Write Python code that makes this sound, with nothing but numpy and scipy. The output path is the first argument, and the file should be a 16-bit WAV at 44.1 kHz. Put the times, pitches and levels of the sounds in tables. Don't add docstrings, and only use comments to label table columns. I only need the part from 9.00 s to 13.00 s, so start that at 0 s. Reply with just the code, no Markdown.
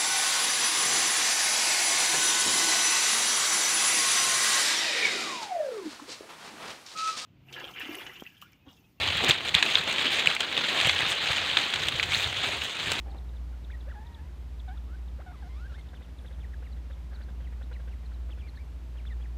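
import sys
import numpy as np
from scipy import signal
from scipy.fft import rfft, irfft
from scipy.io import wavfile

SR = 44100
rng = np.random.default_rng(int(sys.argv[2]) if len(sys.argv) > 2 else 0)


def bounce(signal):
    frames = np.transpose(np.atleast_2d(signal))
    limited = np.clip(frames, -1, 1)
    pcm = np.round(limited * 32767).astype(np.int16)
    wavfile.write(sys.argv[1], SR, pcm)


N = 176400

# pitch_hz, level_db
GRIP_TONE = [(22, -15), (40, -18), (60, -8.5), (82, -0.5), (120, -5.5), (170, -11.5), (260, -26),
             (500, -45)]
SLIDE_TONE = [(3500, -16), (6000, -3), (8500, 0), (11000, -2), (13000, -3), (15500, -1)]
TICK_TONE = [(1000, -2), (4000, 3.5), (5400, -9), (7200, -1.5), (9000, -12), (11000, -29), (15500, -18)]
SWISH_TONE = [(60, -28), (130, -3.5), (260, -0.5), (450, 0.5), (800, -1), (1300, -6.5), (2500, -35)]
SPLINTER_TONE = [(4000, -10), (7500, 11), (10500, -4), (13000, -3.5), (15500, -2.5)]
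TREBLE_TONE = [(3500, -40), (4800, -6), (5500, -8), (6500, 1), (8300, -4), (10000, -17), (12700, -23.5),
               (14000, -26), (15500, -30)]
LEAF_TONE = [(300, -26), (700, -12), (1300, -7), (1900, -3.5), (2400, -1.5), (3400, 0), (4000, -3),
             (4500, -10.5), (5400, -25.5), (8000, -46)]

# time_s, level_db
GRIP_LEVELS = [(0,-41), (.2,-42.5), (.25,-48), (.4,-55), (.48,-47), (.65,-59), (.8,-50.5), (1.0,-52.5),
               (1.7,-58), (1.9,-48), (2.2,-51), (2.4,-45), (2.65,-54), (2.8,-42), (3.3,-42.5), (3.45,-46),
               (3.65,-43.5), (3.72,-65), (3.87,-41.5), (4.0,-48)]
# start_s, level_db, pitch_hz, scuff_db
BUMPS = [(.291, -26, 135, -1.5), (0.548, -29, 84, -11), (.551, -31, 172, -4), (.797, -36.5, 170, -7),
         (1.056, -31, 267, -13.5), (1.273, -34.5, 140, -9), (1.850, -29.5, 107, -11), (1.869, -27, 135, -3),
         (2.026, -32.5, 127, -5), (2.301, -32, 110, -9), (2.940, -32, 131, -11), (3.088, -32, 85, -10),
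         (3.165, -32, 100, -12), (3.260, -27, 90, -11)]
# start_s, length_s, level_db
SLIDES = [(.635, 0.092, -61), (1.11, 0.043, -45), (2.07, 0.054, -51), (3.12, 0.14, -50), (3.434, .055, -55)]
# start_s, level_db, fade_s, splinter_db
TICKS = [(.1700, -33, .012, -1), (.2457, -17, 0.015, -26), (.2849, -30, 0.011, 1), (.2909, -26, 0.023, 1),
         (.2969, -19.5, 0.029, -12), (.3143, -28, .01, -12), (.5496, -21, 0.014, -4.5),
         (.8385, -36, .012, -3), (.9272, -26, .012, -18), (1.2721, -23.5, 0.007, -1.5),
         (1.3490, -28, 0.027, -8), (1.4049, -22.5, 0.02, -18), (1.8704, -26, 0.015, 0),
         (1.9469, -31, 0.027, -12), (2.0063, -24, .01, -19), (2.7413, -31, 0.017, -14),
         (2.8844, -33.5, 0.029, -1), (3.637, -47, .06, 6), (3.9181, -17, 0.018, -17),
         (3.9343, -28, 0.011, -8)]
# start_s, level_db, pitch_hz, shiver_db, fade_s, treble_db
SNAPS = [(.0762, -17, 3000, -8, .02, -21), (.2391, -17, 2750, -7, 0.024, -24),
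         (.3092, -2, 3540, -19, 0.041, -21), (.4916, -15, 3140, -8, 0.014, -13.5),
         (.5437, -8, 2340, -7, 0.031, -20), (.5497, -3.5, 3650, -15.5, 0.062, -21),
         (.6261, -11, 2600, -2.5, 0.034, -15.5), (.7544, -3.5, 3600, -12.5, 0.027, -31),
         (.9610, -20, 2930, -7, 0.032, -20), (0.983, -20, 3430, -4, 0.028, -22),
         (1.1972, -16, 3440, -6, 0.014, -14), (1.2572, -20, 3300, -5, .015, -18),
         (1.2596, -13, 3400, -4, 0.01, -16), (1.2722, -2, 2600, -16, .025, -19),
         (1.3649, -12.5, 2410, -11.5, 0.029, -27), (1.4068, -18.5, 3220, -1.5, 0.029, -21),
         (1.5265, -18.5, 2340, -5, .025, -20), (1.5675, -15.5, 2810, -8, .02, -22),
         (1.5764, -12, 3600, -3, .02, -20), (1.8120, -12.5, 2630, -9, .02, -10),
         (1.8471, -13, 2440, -13, 0.025, -7), (1.8943, -10, 2480, -4, 0.037, -23),
         (1.9902, -14, 3220, -10, 0.021, -18), (2.1189, -12.5, 3380, -18, 0.018, -21),
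         (2.3824, -15, 2800, -11.5, 0.023, -22), (2.4985, -18, 2640, -14, 0.019, -20),
         (2.5136, -21, 3100, -4, 0.022, -21), (2.5703, -7, 3450, -7, 0.022, -23),
         (2.5733, -8, 3540, -12, .02, -16), (2.7375, -17, 3420, -4, .04, -18),
         (2.8847, -16, 2900, -4, .03, -14.5), (2.9973, -13.5, 2120, -4, 0.033, -26),
         (3.0283, -18, 3140, -2.5, 0.066, -15.5), (3.1340, -16, 2680, -10, 0.039, -26),
         (3.1473, -11.5, 4000, -12, .02, -21), (3.2432, -11.5, 3620, -18, 0.018, -22),
         (3.6182, -23.5, 2520, -0.5, 0.051, -20), (3.9180, -20.5, 3170, -7.5, 0.032, -15)]
# time_s, leaf_db, treble_db, swish_db
RUSTLE_LEVELS = [(0,-27,-48.5,-39), (.2,-28,-50,-42.5), (.235,-29,-45,-30.5), (.275,-26,-48,-36),
                 (.3,-20.5,-41,-36), (.335,-28.5,-47,-44), (.4,-36,-60,-44), (.48,-28,-44,-41),
                 (.53,-38,-55,-43), (.565,-23.5,-47,-52), (.615,-30,-50,-41), (.66,-26.5,-43.5,-38),
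                 (.78,-27.5,-47,-42.5), (.85,-33,-54,-43), (.9,-24,-42,-36.5), (.95,-30.5,-51.5,-41.5),
                 (1.0,-26,-44.5,-41.5), (1.1,-28.5,-49.5,-41), (1.13,-25,-42.5,-40), (1.2,-28,-45,-40.5),
                 (1.245,-32,-52,-42), (1.3,-25,-45.5,-41), (1.39,-39,-58,-48), (1.41,-31,-48,-39),
                 (1.45,-31.5,-52,-42.5), (1.52,-35.5,-53.5,-43), (1.58,-28,-49.5,-38), (1.66,-28,-47,-41),
                 (1.78,-25,-44,-34.5), (1.87,-22.5,-40.5,-41), (1.93,-29.5,-49.5,-43.5),
                 (2.01,-26.5,-48,-42), (2.06,-26,-51,-42), (2.1,-25.5,-37,-41.5), (2.17,-30.5,-51.5,-42),
                 (2.29,-26.5,-44,-42.5), (2.47,-29,-48,-44.5), (2.51,-26.5,-47,-42.5), (2.55,-31.5,-51,-43),
                 (2.6,-27,-47,-39.5), (2.68,-30.5,-49.5,-45.5), (2.77,-30,-48.5,-42.5),
                 (2.95,-32,-50.5,-44), (3.07,-34.5,-52,-45.5), (3.14,-27,-41.5,-44), (3.23,-28.5,-45,-44.5),
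                 (3.3,-33,-49,-45), (3.42,-29,-48,-46), (3.455,-28,-43,-39), (3.6,-32,-50,-43),
                 (3.73,-35,-50,-48), (3.87,-31.5,-48,-43), (4.0,-31,-45,-40)]


def gain(db):
    return 10 ** (np.asarray(db) / 20)


def unit(x):
    return x / np.sqrt(np.mean(x ** 2) + 1e-18)


def level_curve(table, column):
    rows = np.array(table, float)
    return gain(np.interp(np.arange(N) / SR, rows[:, 0], rows[:, column]))


def shape_tone(x, tone):
    pitch_hz, level_db = np.array(tone, float).T
    hz = np.maximum(np.arange(N // 2 + 1) * SR / N, 1)
    response = unit(gain(np.interp(np.log(hz), np.log(pitch_hz), level_db)))
    cepstrum = irfft(np.log(response), N)
    cepstrum[1:N // 2] *= 2
    cepstrum[N // 2 + 1:] = 0
    return irfft(rfft(x) * np.exp(rfft(cepstrum)), N)


def noise(samples=N):
    return rng.standard_normal(samples)


def flutter(rate_hz, depth_db):
    hz = np.arange(N // 2 + 1) * SR / N
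    wander = unit(irfft(rfft(noise()) / (1 + np.square(hz / rate_hz)), N))
    return gain(depth_db * wander)


def add(out, start_s, sound):
    i = int(np.clip(start_s * SR, 0, N - 1))
    out[i:i + len(sound)] += sound[:N - i]


def fade(t, fade_s):
    return gain(-60 * t / fade_s)


def hand_noise():
    t = np.arange(SR // 4) / SR
    thuds, scuffs = np.zeros((2, N))
    shape = (1 - np.exp(-t / .003)) * fade(t, fade_s=.046)
    for start_s, level_db, pitch_hz, scuff_db in BUMPS:
        bump = gain(level_db) * shape / shape.max()
        add(thuds, start_s, bump * np.sin(2 * np.pi * pitch_hz * t))
        add(scuffs, start_s, gain(scuff_db) * bump * noise(len(t)))
    jolts = noise() * flutter(rate_hz=25, depth_db=1)
    rumble = gain(-.5) * unit(shape_tone(jolts, GRIP_TONE)) * level_curve(GRIP_LEVELS, column=1)
    return rumble + thuds + shape_tone(scuffs, SWISH_TONE)


def sliding_blades():
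    rise_s, fall_s = .015, .03
    t = np.arange(N) / SR
    contact = np.zeros(N)
    for start_s, length_s, level_db in SLIDES:
        rise = np.clip((t - start_s) / rise_s, 0, 1)
        fall = np.clip((start_s + length_s - t) / fall_s, 0, 1)
        contact += gain(level_db) * rise * fall
    sizzle = noise() * flutter(rate_hz=250, depth_db=1)
    return contact * unit(shape_tone(sizzle, SLIDE_TONE))


def ticking_tips():
    t = np.arange(SR // 10) / SR
    body, edge = np.zeros((2, N))
    for start_s, level_db, fade_s, splinter_db in TICKS:
        tick = gain(level_db) * fade(t, fade_s)
        add(body, start_s, tick * noise(len(t)))
        add(edge, start_s, gain(splinter_db) * tick * noise(len(t)))
    return shape_tone(body, TICK_TONE) + shape_tone(edge, SPLINTER_TONE)


def snapping_stems():
    rise_s, ring_s = .00039, .0016
    t = np.arange(SR // 10) / SR
    shape = (1 - np.exp(-t / rise_s)) * np.exp(-(t / ring_s) ** 4)
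    rings, shivers, treble = np.zeros((3, N))
    for start_s, level_db, pitch_hz, shiver_db, fade_s, treble_db in SNAPS:
        shiver = gain(level_db + shiver_db) * fade(t, fade_s) * noise(len(t))
        add(rings, start_s, gain(level_db) * shape * np.sin(2 * np.pi * pitch_hz * t))
        add(shivers, start_s, shiver)
        add(treble, start_s, gain(treble_db) * shiver)
    return rings + shape_tone(shivers, LEAF_TONE) + shape_tone(treble, TREBLE_TONE)


def tiny_cracks(per_second, spread_db, limit_db):
    happens = rng.random(N) < per_second / SR
    return happens * gain(np.minimum(spread_db * rng.exponential(size=N), limit_db))


def crackle():
    clicks = tiny_cracks(per_second=1500, spread_db=2, limit_db=11)
    edges_hz = np.geomspace(350, 16000, 12)
    out = np.zeros(N)
    for low_hz, high_hz in zip(edges_hz[:-1], edges_hz[1:]):
        band = signal.butter(2, [low_hz, high_hz], "band", fs=SR, output="sos")
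        out += signal.sosfilt(band, clicks * rng.uniform(-1.08, 1, N))
    return unit(out)


def leaf_patches(x):
    octaves = np.log2(np.maximum(np.arange(N // 2 + 1) * SR / N, 1))
    centres = np.linspace(np.log2(180), np.log2(15000), 26)
    spectrum = rfft(x)
    out = np.zeros(N)
    for one_band in np.eye(len(centres)):
        band = irfft(spectrum * np.interp(octaves, centres, one_band), N)
        out += band * flutter(rate_hz=30.6, depth_db=1.86)
    return out


def rustling_grass():
    catch_hz, tug_hz = 125, 22.3
    cracks = crackle()
    catching = unit(flutter(catch_hz, depth_db=1.49) * flutter(tug_hz, depth_db=.69))
    rubbing = gain(4.5) * noise()
    leaves = unit(shape_tone(catching * (cracks + rubbing), LEAF_TONE))
    treble_tugs = flutter(tug_hz, depth_db=.96)
    treble_rubbing = gain(3) * noise()
    treble = unit(shape_tone(catching * treble_tugs * (cracks + treble_rubbing), TREBLE_TONE))
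    sharp_cracks = tiny_cracks(per_second=140, spread_db=12.5, limit_db=12)
    splinters = unit(shape_tone(catching * sharp_cracks, SPLINTER_TONE))
    swish = unit(shape_tone(catching * noise(), SWISH_TONE))
    return leaf_patches(gain(-.55) * leaves * level_curve(RUSTLE_LEVELS, column=1)
                        + (treble + gain(-10.5) * splinters) * level_curve(RUSTLE_LEVELS, column=2)
                        + gain(-.45) * swish * level_curve(RUSTLE_LEVELS, column=3))


def scene():
    mix = rustling_grass() + snapping_stems() + ticking_tips() + hand_noise() + sliding_blades()
    return mix[None, :]


def record(dry):
    low_cut = signal.butter(3, 42, "high", fs=SR, output="sos")
    top_cut = signal.ellip(10, .2, 80, 15750, fs=SR, output="sos")
    return signal.sosfilt(top_cut, signal.sosfilt(low_cut, dry))


dry = scene()
out = record(dry)
bounce(out)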